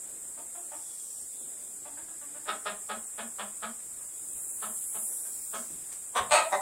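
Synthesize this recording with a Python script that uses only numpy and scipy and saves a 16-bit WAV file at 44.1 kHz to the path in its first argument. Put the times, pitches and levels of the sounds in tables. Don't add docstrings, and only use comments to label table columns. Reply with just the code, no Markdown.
import sys
import numpy as np
from scipy import signal
from scipy.io import wavfile
from scipy.ndimage import uniform_filter1d

SR = 44100
rng = np.random.default_rng(int(sys.argv[2]) if len(sys.argv) > 2 else 0)


def dump_mix(stems):
    frames = np.atleast_2d(stems).T
    limited = np.clip(frames, -1, 1)
    pcm = np.round(limited * 32767).astype(np.int16)
    wavfile.write(sys.argv[1], SR, pcm)


def invert_db(x):
    u = np.asarray(x, float) / 20
    return 10 ** u


N = 291501

NEAR_ROUGH = (0.51, 0.055)


def evened(x):
    return x / np.sqrt(np.mean(x ** 2) + 1e-20)


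def read(points, hz):
    f, value = np.transpose(points)
    return np.interp(np.log(hz + 1), np.log(f + 1), value)


def bell(t, centre_s, half_s):
    return np.exp(-((t - centre_s) / half_s) ** 2)


def swelling(t, rest_db, swells):
    power = invert_db(rest_db) ** 2
    power = power + sum(invert_db(db) ** 2 * bell(t, s, half) for s, half, db in swells)
    return 10 * np.log10(power)


def air(layers, patchy_db):
    frames, hz = N // 128 + 6, np.fft.rfftfreq(512, 1 / SR)
    t = np.arange(frames) * 128 / SR
    power = np.zeros((len(hz), frames))
    for shape, s, level_db in layers:
        gain = invert_db(read(shape, hz)) ** 2
        power += np.outer(gain / gain.sum(), invert_db(np.interp(t, s, level_db)) ** 2)
    a, b, patches = rng.standard_normal((frames, len(hz), 3)).T
    noise = a + 1j * b
    patches = evened(uniform_filter1d(uniform_filter1d(patches, 8, 0), 24, 1))
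    flicker = evened(uniform_filter1d(rng.standard_normal(frames), 10))
    unit = signal.istft(noise, nperseg=512, noverlap=384)[1].std() / np.sqrt(len(hz))
    z = noise * np.sqrt(power) * invert_db(patchy_db * patches + 0.4 * flicker)
    return signal.istft(z, nperseg=512, noverlap=384)[1][:N] / unit


def door_hiss():
    # (time [s], bright level [dB])
    facing = [(0, -54), (.3, -53), (1.29, -50.5), (1.73, -52.5), (1.88, -57.5), (3.11, -52), (3.74, -53),
              (4.2, -49.5), (4.4, -42), (4.69, -40), (5.1, -35), (5.41, -44.5), (5.62, -47.5),
              (6.15, -52.5), (6.61, -47)]
    # (frequency [Hz], density [dB per Hz])
    port = [(5000, -45), (6000, -27), (6670, -16), (6970, -8), (7280, -3), (8210, 1), (10300, -12),
            (11500, -16), (12500, -22), (15800, -27)]
    # (frequency [Hz], density [dB per Hz])
    upper = [(6000, -34), (6840, -20), (7420, -9), (8090, -5), (9300, -2), (10000, 0), (10900, -7),
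             (12700, -12), (14000, -19), (15800, -19)]
    # (frequency [Hz], density [dB per Hz])
    airy = [(10000, -25), (12000, 0), (14000, -2), (15800, 0)]
    # (centre [s], half length [s], level [dB])
    swing = [
        (5.45, .16, -46),
    ]
    s = np.arange(0, N, 128) / SR
    door_db = np.interp(s, *np.transpose(facing))
    facing_db = np.minimum(door_db, -42.5)
    steady_db = -42 + 0.21 * (facing_db - door_db[0])
    airy_db = swelling(s, facing_db - 9.5, swing)
    return air([(port, s, steady_db), (upper, s, door_db), (airy, s, airy_db)], patchy_db=0.4)


def yard():
    # (centre [s], half length [s], level [dB])
    murmur_swells = [
        (.25, 0.37, -65.5),
        (1.579, 0.26, -64),
        (4.4, 0.22, -66),
        (5.2, 0.18, -61.5),
    ]
    # (centre [s], half length [s], level [dB])
    scratching = [
        (5.45, .1, -66),
        (5.85, 0.24, -65),
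    ]
    # (centre [s], half length [s], change [dB])
    lull = (1.15, 0.57, -4)
    # (frequency [Hz], density [dB per Hz])
    murmur = [(150, -32), (240, -7), (300, -3.5), (550, -8), (620, -8.5), (900, -14.5), (1500, -41),
              (2500, -71)]
    # (frequency [Hz], density [dB per Hz])
    rumble = [(20, 4), (60, 6.5), (240, -1), (900, -0.5), (1540, -0.5), (2600, -5), (3500, -45),
              (5000, -51)]
    # (frequency [Hz], density [dB per Hz])
    rustle = [(2000, 1.5), (2800, 4.5), (3500, 8.5), (4250, 4.5), (5200, 11.5), (5900, 6.5), (6600, -7)]
    s = np.arange(0, N, 128) / SR
    lull_s, half_s, lull_db = lull
    murmur_db = swelling(s, -66.5, murmur_swells)
    rumble_db = -63 + lull_db * bell(s, lull_s, half_s)
    rustle_db = swelling(s, -64.5, scratching)
    return air([(murmur, s, murmur_db), (rumble, s, rumble_db), (rustle, s, rustle_db)], patchy_db=1.2)


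def add(mix, s, sound):
    part = mix[round(s * SR):][:len(sound)]
    part += sound[:len(part)]


def resonate(x, hz, width):
    r = np.exp(-np.pi * width / SR)
    turn = np.exp(2j * np.pi * min(hz, SR / 2.2) / SR)
    return 2 * signal.lfilter([1 - r], [1, -r * turn], x).real


def syrinx(hz, rough, jitter):
    wobble = evened(uniform_filter1d(rng.standard_normal(len(hz)), 150))
    turns = np.cumsum(hz * (1 + jitter * wobble)) / SR
    folds = sum(np.cos(2 * np.pi * k * turns) for k in range(1, 45))
    puffs = (0.35 + np.exp(-(turns % 1) / 0.3)) * rng.standard_normal(len(hz))
    rough = np.clip(rough, 0, 1)
    return turns, (1 - rough) * evened(folds) + rough * evened(puffs)


def throat(drive, modes, mouth):
    voice = np.zeros(len(drive))
    for k, (hz, width, db) in enumerate(modes):
        once = resonate(drive, hz * mouth, width)
        voice += (-1) ** k * invert_db(db) * resonate(once, hz * mouth, width)
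    return evened(voice)


def clucks(rows, modes, roughness, rise, glide, hum_s, mouth):
    out = np.zeros(N)
    t = np.arange(6000) / SR
    usual_db = np.mean([row[1] for row in rows])
    for s, db, hz, length, hum_db in rows:
        turns, drive = syrinx(hz * (1 + glide * np.clip(t / 0.054, 0, 1)), *roughness)
        burst = np.clip(t / rise, 0, 1) ** 1.5 * np.exp(-(t / length) ** 3)
        hum = bell(t, length + 0.01, hum_s) * np.clip(t / 0.029, 0, 1)
        voice = throat(drive, modes, mouth + 0.01 * (db - usual_db))
        add(out, s, invert_db(db) * burst * voice + invert_db(db + hum_db) * hum * np.sin(2 * np.pi * turns))
    return out


def coop(x, tail_db):
    # (frequency [Hz], t60 [s])
    decay = [(200, 0.32), (600, 0.31), (1300, 0.29), (4000, 0.23), (9000, 0.12)]
    # (delay [s], level [dB])
    walls = [(.004, -19), (.0075, -6.5), (.012, -8.5), (.017, -7.5), (.023, -13)]
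    taps = np.zeros(SR // 2)
    at = np.arange(400, len(taps) - 20, 20)
    taps[at + rng.integers(0, 20, len(at))] = rng.choice([-1., 1.], len(at))
    hz, t, z = signal.stft(taps, SR, nperseg=256)
    tail = signal.istft(z * invert_db(-60 * t / read(decay, hz)[:, None]), SR, nperseg=256)[1]
    tail = invert_db(tail_db) * tail / np.linalg.norm(tail)
    tail[0] = 1
    for k, (s, db) in enumerate(walls):
        tail[round(s * SR)] += (-1) ** k * invert_db(db)
    return signal.fftconvolve(x, tail / np.linalg.norm(tail))[:N]


def far_hens():
    # (time [s], effort [dB], pitch [Hz], length [s], closing hum [dB])
    far_rows = [
        (.372, -46, 312.4, 0.018, -18),
        (.545, -46.5, 346.5, 0.025, -8),
        (.714, -45.5, 299.8, 0.03, -10.5),
        (1.849, -45.5, 286.5, 0.025, -8),
        (3.985, -57, 295, 0.014, -17.5),
    ]
    # (frequency [Hz], width [Hz], level [dB])
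    far_modes = [(770, 290, 4), (1430, 480, -6.5), (2100, 1070, -14), (3530, 610, -19.5)]
    # (time [s], effort [dB], pitch [Hz], length [s], closing hum [dB])
    shy_rows = [
        (1.969, -48.5, 324, 0.019, -12),
        (2.081, -51.5, 322, 0.012, -11),
        (2.211, -51, 295, 0.025, -5.5),
        (2.341, -51, 298.3, 0.034, -5.5),
        (2.454, -46, 295, 0.035, -4.5),
        (5.248, -53, 315.5, 0.019, -23.5),
    ]
    # (frequency [Hz], width [Hz], level [dB])
    shy_modes = [(645, 640, 3.5), (1550, 470, 5.5), (2340, 1200, -11.5), (3620, 1300, -11.5)]
    rough = (0.4, 0.035)
    hens = clucks(far_rows, far_modes, rough, rise=0.0067, glide=0.019, hum_s=0.032, mouth=0.94)
    hens += clucks(shy_rows, shy_modes, rough, rise=0.0032, glide=0.011, hum_s=0.03, mouth=1.02)
    return coop(hens, tail_db=-1.0)


def wheezes():
    # (time [s], length [s], level [dB], start [Hz], end [Hz], width [Hz])
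    calls = [
        (.77, .38, -68.5, 3500, 3250, 58),
        (0.69, 0.62, -61.5, 5700, 5500, 660),
        (0.88, 0.4, -62.5, 6900, 5300, 470),
        (1.3, 0.424, -69.5, 3500, 3540, 190),
        (5.05, 0.45, -61.5, 6000, 5200, 440),
    ]
    out = np.zeros(N)
    for s, length, db, start_hz, end_hz, width in calls:
        count = round(length * SR)
        turns = np.cumsum(np.linspace(start_hz, end_hz, count)) / SR
        breath = evened(resonate(rng.standard_normal(30000), 0, width)[:count])
        breath = breath + 40 / width
        call = evened(breath * np.cos(2 * np.pi * turns))
        add(out, s, invert_db(db) * call * signal.windows.tukey(count, 0.3))
    return out


def near_hen():
    # (time [s], effort [dB], pitch [Hz], length [s], closing hum [dB])
    near_rows = [
        (2.472, -25.5, 205.6, 0.028, -28.5),
        (2.65, -26.5, 200, 0.03, -25),
        (2.885, -30.5, 208.6, 0.031, -17),
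        (3.174, -32.5, 216.1, 0.03, -13),
        (3.38, -31.5, 197.3, 0.032, -18.5),
        (3.618, -30.5, 220.6, 0.027, -14.5),
        (4.615, -33, 212.1, 0.027, -18),
        (4.938, -38.5, 209, 0.023, -18),
        (5.525, -34, 218.2, 0.033, -15.5),
    ]
    # (frequency [Hz], width [Hz], level [dB])
    near_modes = [(438, 404, -8.5), (662, 495, -5), (1227, 402, -1.7), (1752, 435, -9.5), (2390, 800, -16),
                  (3330, 830, -12), (4800, 1400, -26.5)]
    hen = clucks(near_rows, near_modes, NEAR_ROUGH, rise=0.018, glide=0.07, hum_s=0.037, mouth=1.0)
    return coop(hen, tail_db=-1.5)


def knocks():
    # (time [s], peak [dB], centre [Hz], width [Hz], t60 [s])
    bumps = [
        (4.351, -57, 73.5, 104, 0.14),
        (5.702, -52, 191, 256, 0.57),
        (5.545, -44.5, 7460, 2980, 0.92),
        (5.74, -68, 7600, 2980, 0.14),
        (5.917, -52.5, 2080, 1500, 0.15),
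        (5.923, -39, 8230, 4000, 0.13),
        (6.199, -46.5, 91, 150.5, 0.41),
        (6.316, -43, 70, 120, 0.11),
    ]
    out, t = np.zeros(N), np.arange(9000) / SR
    for s, db, hz, width, t60 in bumps:
        puff = resonate(rng.standard_normal(len(t)), hz, width)
        puff = evened(resonate(puff, hz, width))
        add(out, s, invert_db(db - 60 * t / t60) * np.clip(t / 0.002, 0, 1) * puff)
    return out


def squawk():
    # (time [s], effort [dB], pitch [Hz])
    course = [
        (6.306, -32, 294.2),
        (6.322, -16.5, 298.4),
        (6.334, -19, 310.6),
        (6.361, -19, 324.2),
        (6.385, -25.5, 324),
        (6.412, -32, 314.2),
        (6.428, -46, 312.7),
        (6.44, -36, 306),
        (6.468, -48, 309),
    ]
    # (frequency [Hz], width [Hz], level [dB])
    squawk_modes = [(678, 318, -1), (888, 190, -0.5), (1210, 460, -3.5), (2090, 430, -13), (2540, 400, -7),
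                    (4000, 1570, -17), (7020, 800, -16), (8480, 540, -4.5), (9950, 1050, -20.5),
                    (13200, 3900, -39)]
    s, *columns = np.transpose(course)
    t = np.arange(s[0], s[-1], 1 / SR)
    effort_db, hz = (np.interp(t, s, c) for c in columns)
    rough = np.interp(t - s[0], [0, 0.017], [0.12, 0.46])
    uneven = np.interp(t - s[0], [0, 0.058], [0.98, 0.42])
    turns, drive = syrinx(2 * hz, rough, jitter=0.02)
    drive = drive * (1 + uneven * np.cos(np.pi * turns))
    out = np.zeros(N)
    add(out, s[0], invert_db(effort_db) * throat(drive, squawk_modes, 0.97))
    return out


def close_hen():
    # (time [s], effort [dB], pitch [Hz], length [s], closing hum [dB])
    close_rows = [
        (6.145, -17.5, 233, 0.036, -40),
    ]
    # (frequency [Hz], width [Hz], level [dB])
    close_modes = [(403, 370, -11.5), (672, 256, -1), (1073, 360, 5.4), (1810, 1300, -13), (3580, 800, -10),
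                   (5140, 580, -23), (6240, 650, -20), (8570, 1100, -9.5), (11900, 10000, -34)]
    # (time [s], effort [dB], pitch [Hz], length [s], closing hum [dB])
    last_rows = [
        (6.516, -18.5, 195.6, 0.025, -36),
    ]
    # (frequency [Hz], width [Hz], level [dB])
    last_modes = [(733, 360, 4), (1010, 1040, -15), (1940, 410, -7.5), (3710, 440, -17),
                  (5270, 2000, -31.5), (6580, 420, -20)]
    hen = clucks(close_rows, close_modes, (0.58, 0.06), rise=0.025, glide=0.0217, hum_s=0.074, mouth=0.97)
    hen += clucks(last_rows, last_modes, NEAR_ROUGH, rise=0.013, glide=0.037, hum_s=0.0238, mouth=1.005)
    return coop(hen + squawk(), tail_db=-1.0)


def scene():
    surroundings = door_hiss() + yard() + wheezes()
    hens = far_hens() + near_hen() + close_hen()
    return (surroundings + hens + knocks())[None]


def starve(x):
    # (frequency [Hz], step over the usual band level [dB])
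    coarseness = [(900, -8), (1900, 4), (2900, 7), (3600, 6), (4300, 10), (5300, 5), (6050, 11),
                  (6800, -10), (11000, -4), (13500, 4), (15800, 3)]
    hop, width, lead = 1024, 8, 200
    n, k = np.arange(2 * hop)[:, None], np.arange(hop)
    window = np.sin(np.pi * (n + 0.5) / (2 * hop))
    basis = np.sqrt(2 / hop) * window * np.cos(np.pi / hop * (n + 0.5 + hop / 2) * (k + 0.5))
    blocks = np.pad(x, (lead + hop, 3 * hop - (N + lead) % hop)).reshape(-1, hop)
    lines = np.hstack([blocks[:-1], blocks[1:]]) @ basis
    lines = lines.reshape(len(blocks) - 1, -1, width)
    level_db = 10 * np.log10((lines ** 2).mean(2) + 1e-14)
    centre = (np.arange(hop // width) + 0.5) * width * SR / (2 * hop)
    hiss_band = (centre > 7000) & (centre < 11000)
    hiss_db = uniform_filter1d(level_db[:, hiss_band].mean(1), 5)
    wander = rng.standard_normal(level_db.shape)
    wander = evened(uniform_filter1d(uniform_filter1d(wander, 3, 0), 2, 1))
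    step_db = np.median(level_db, 0) + read(coarseness, centre) + 2.3 * wander
    step_db = step_db + 0.7 * (hiss_db - np.median(hiss_db))[:, None] * (centre < 7000)
    step = invert_db(np.maximum(step_db, level_db - 8))[:, :, None]
    rounded = np.sign(lines) * np.floor(abs(lines) / step + 0.4) * step
    halves = (rounded.reshape(-1, hop) @ basis.T).reshape(-1, 2, hop)
    return (halves[1:, 0] + halves[:-1, 1]).ravel()[lead:][:N]


def top_cut(x):
    return signal.sosfilt(signal.butter(12, 15870, fs=SR, output="sos"), x)


def record(dry):
    lowpass = signal.firwin(511, 15870, window=("kaiser", 9), fs=SR)
    limited = signal.oaconvolve(dry[0], lowpass, "same")
    mix = starve(limited)[None]
    return top_cut(mix)


dry = scene()
out = record(dry)
dump_mix(out)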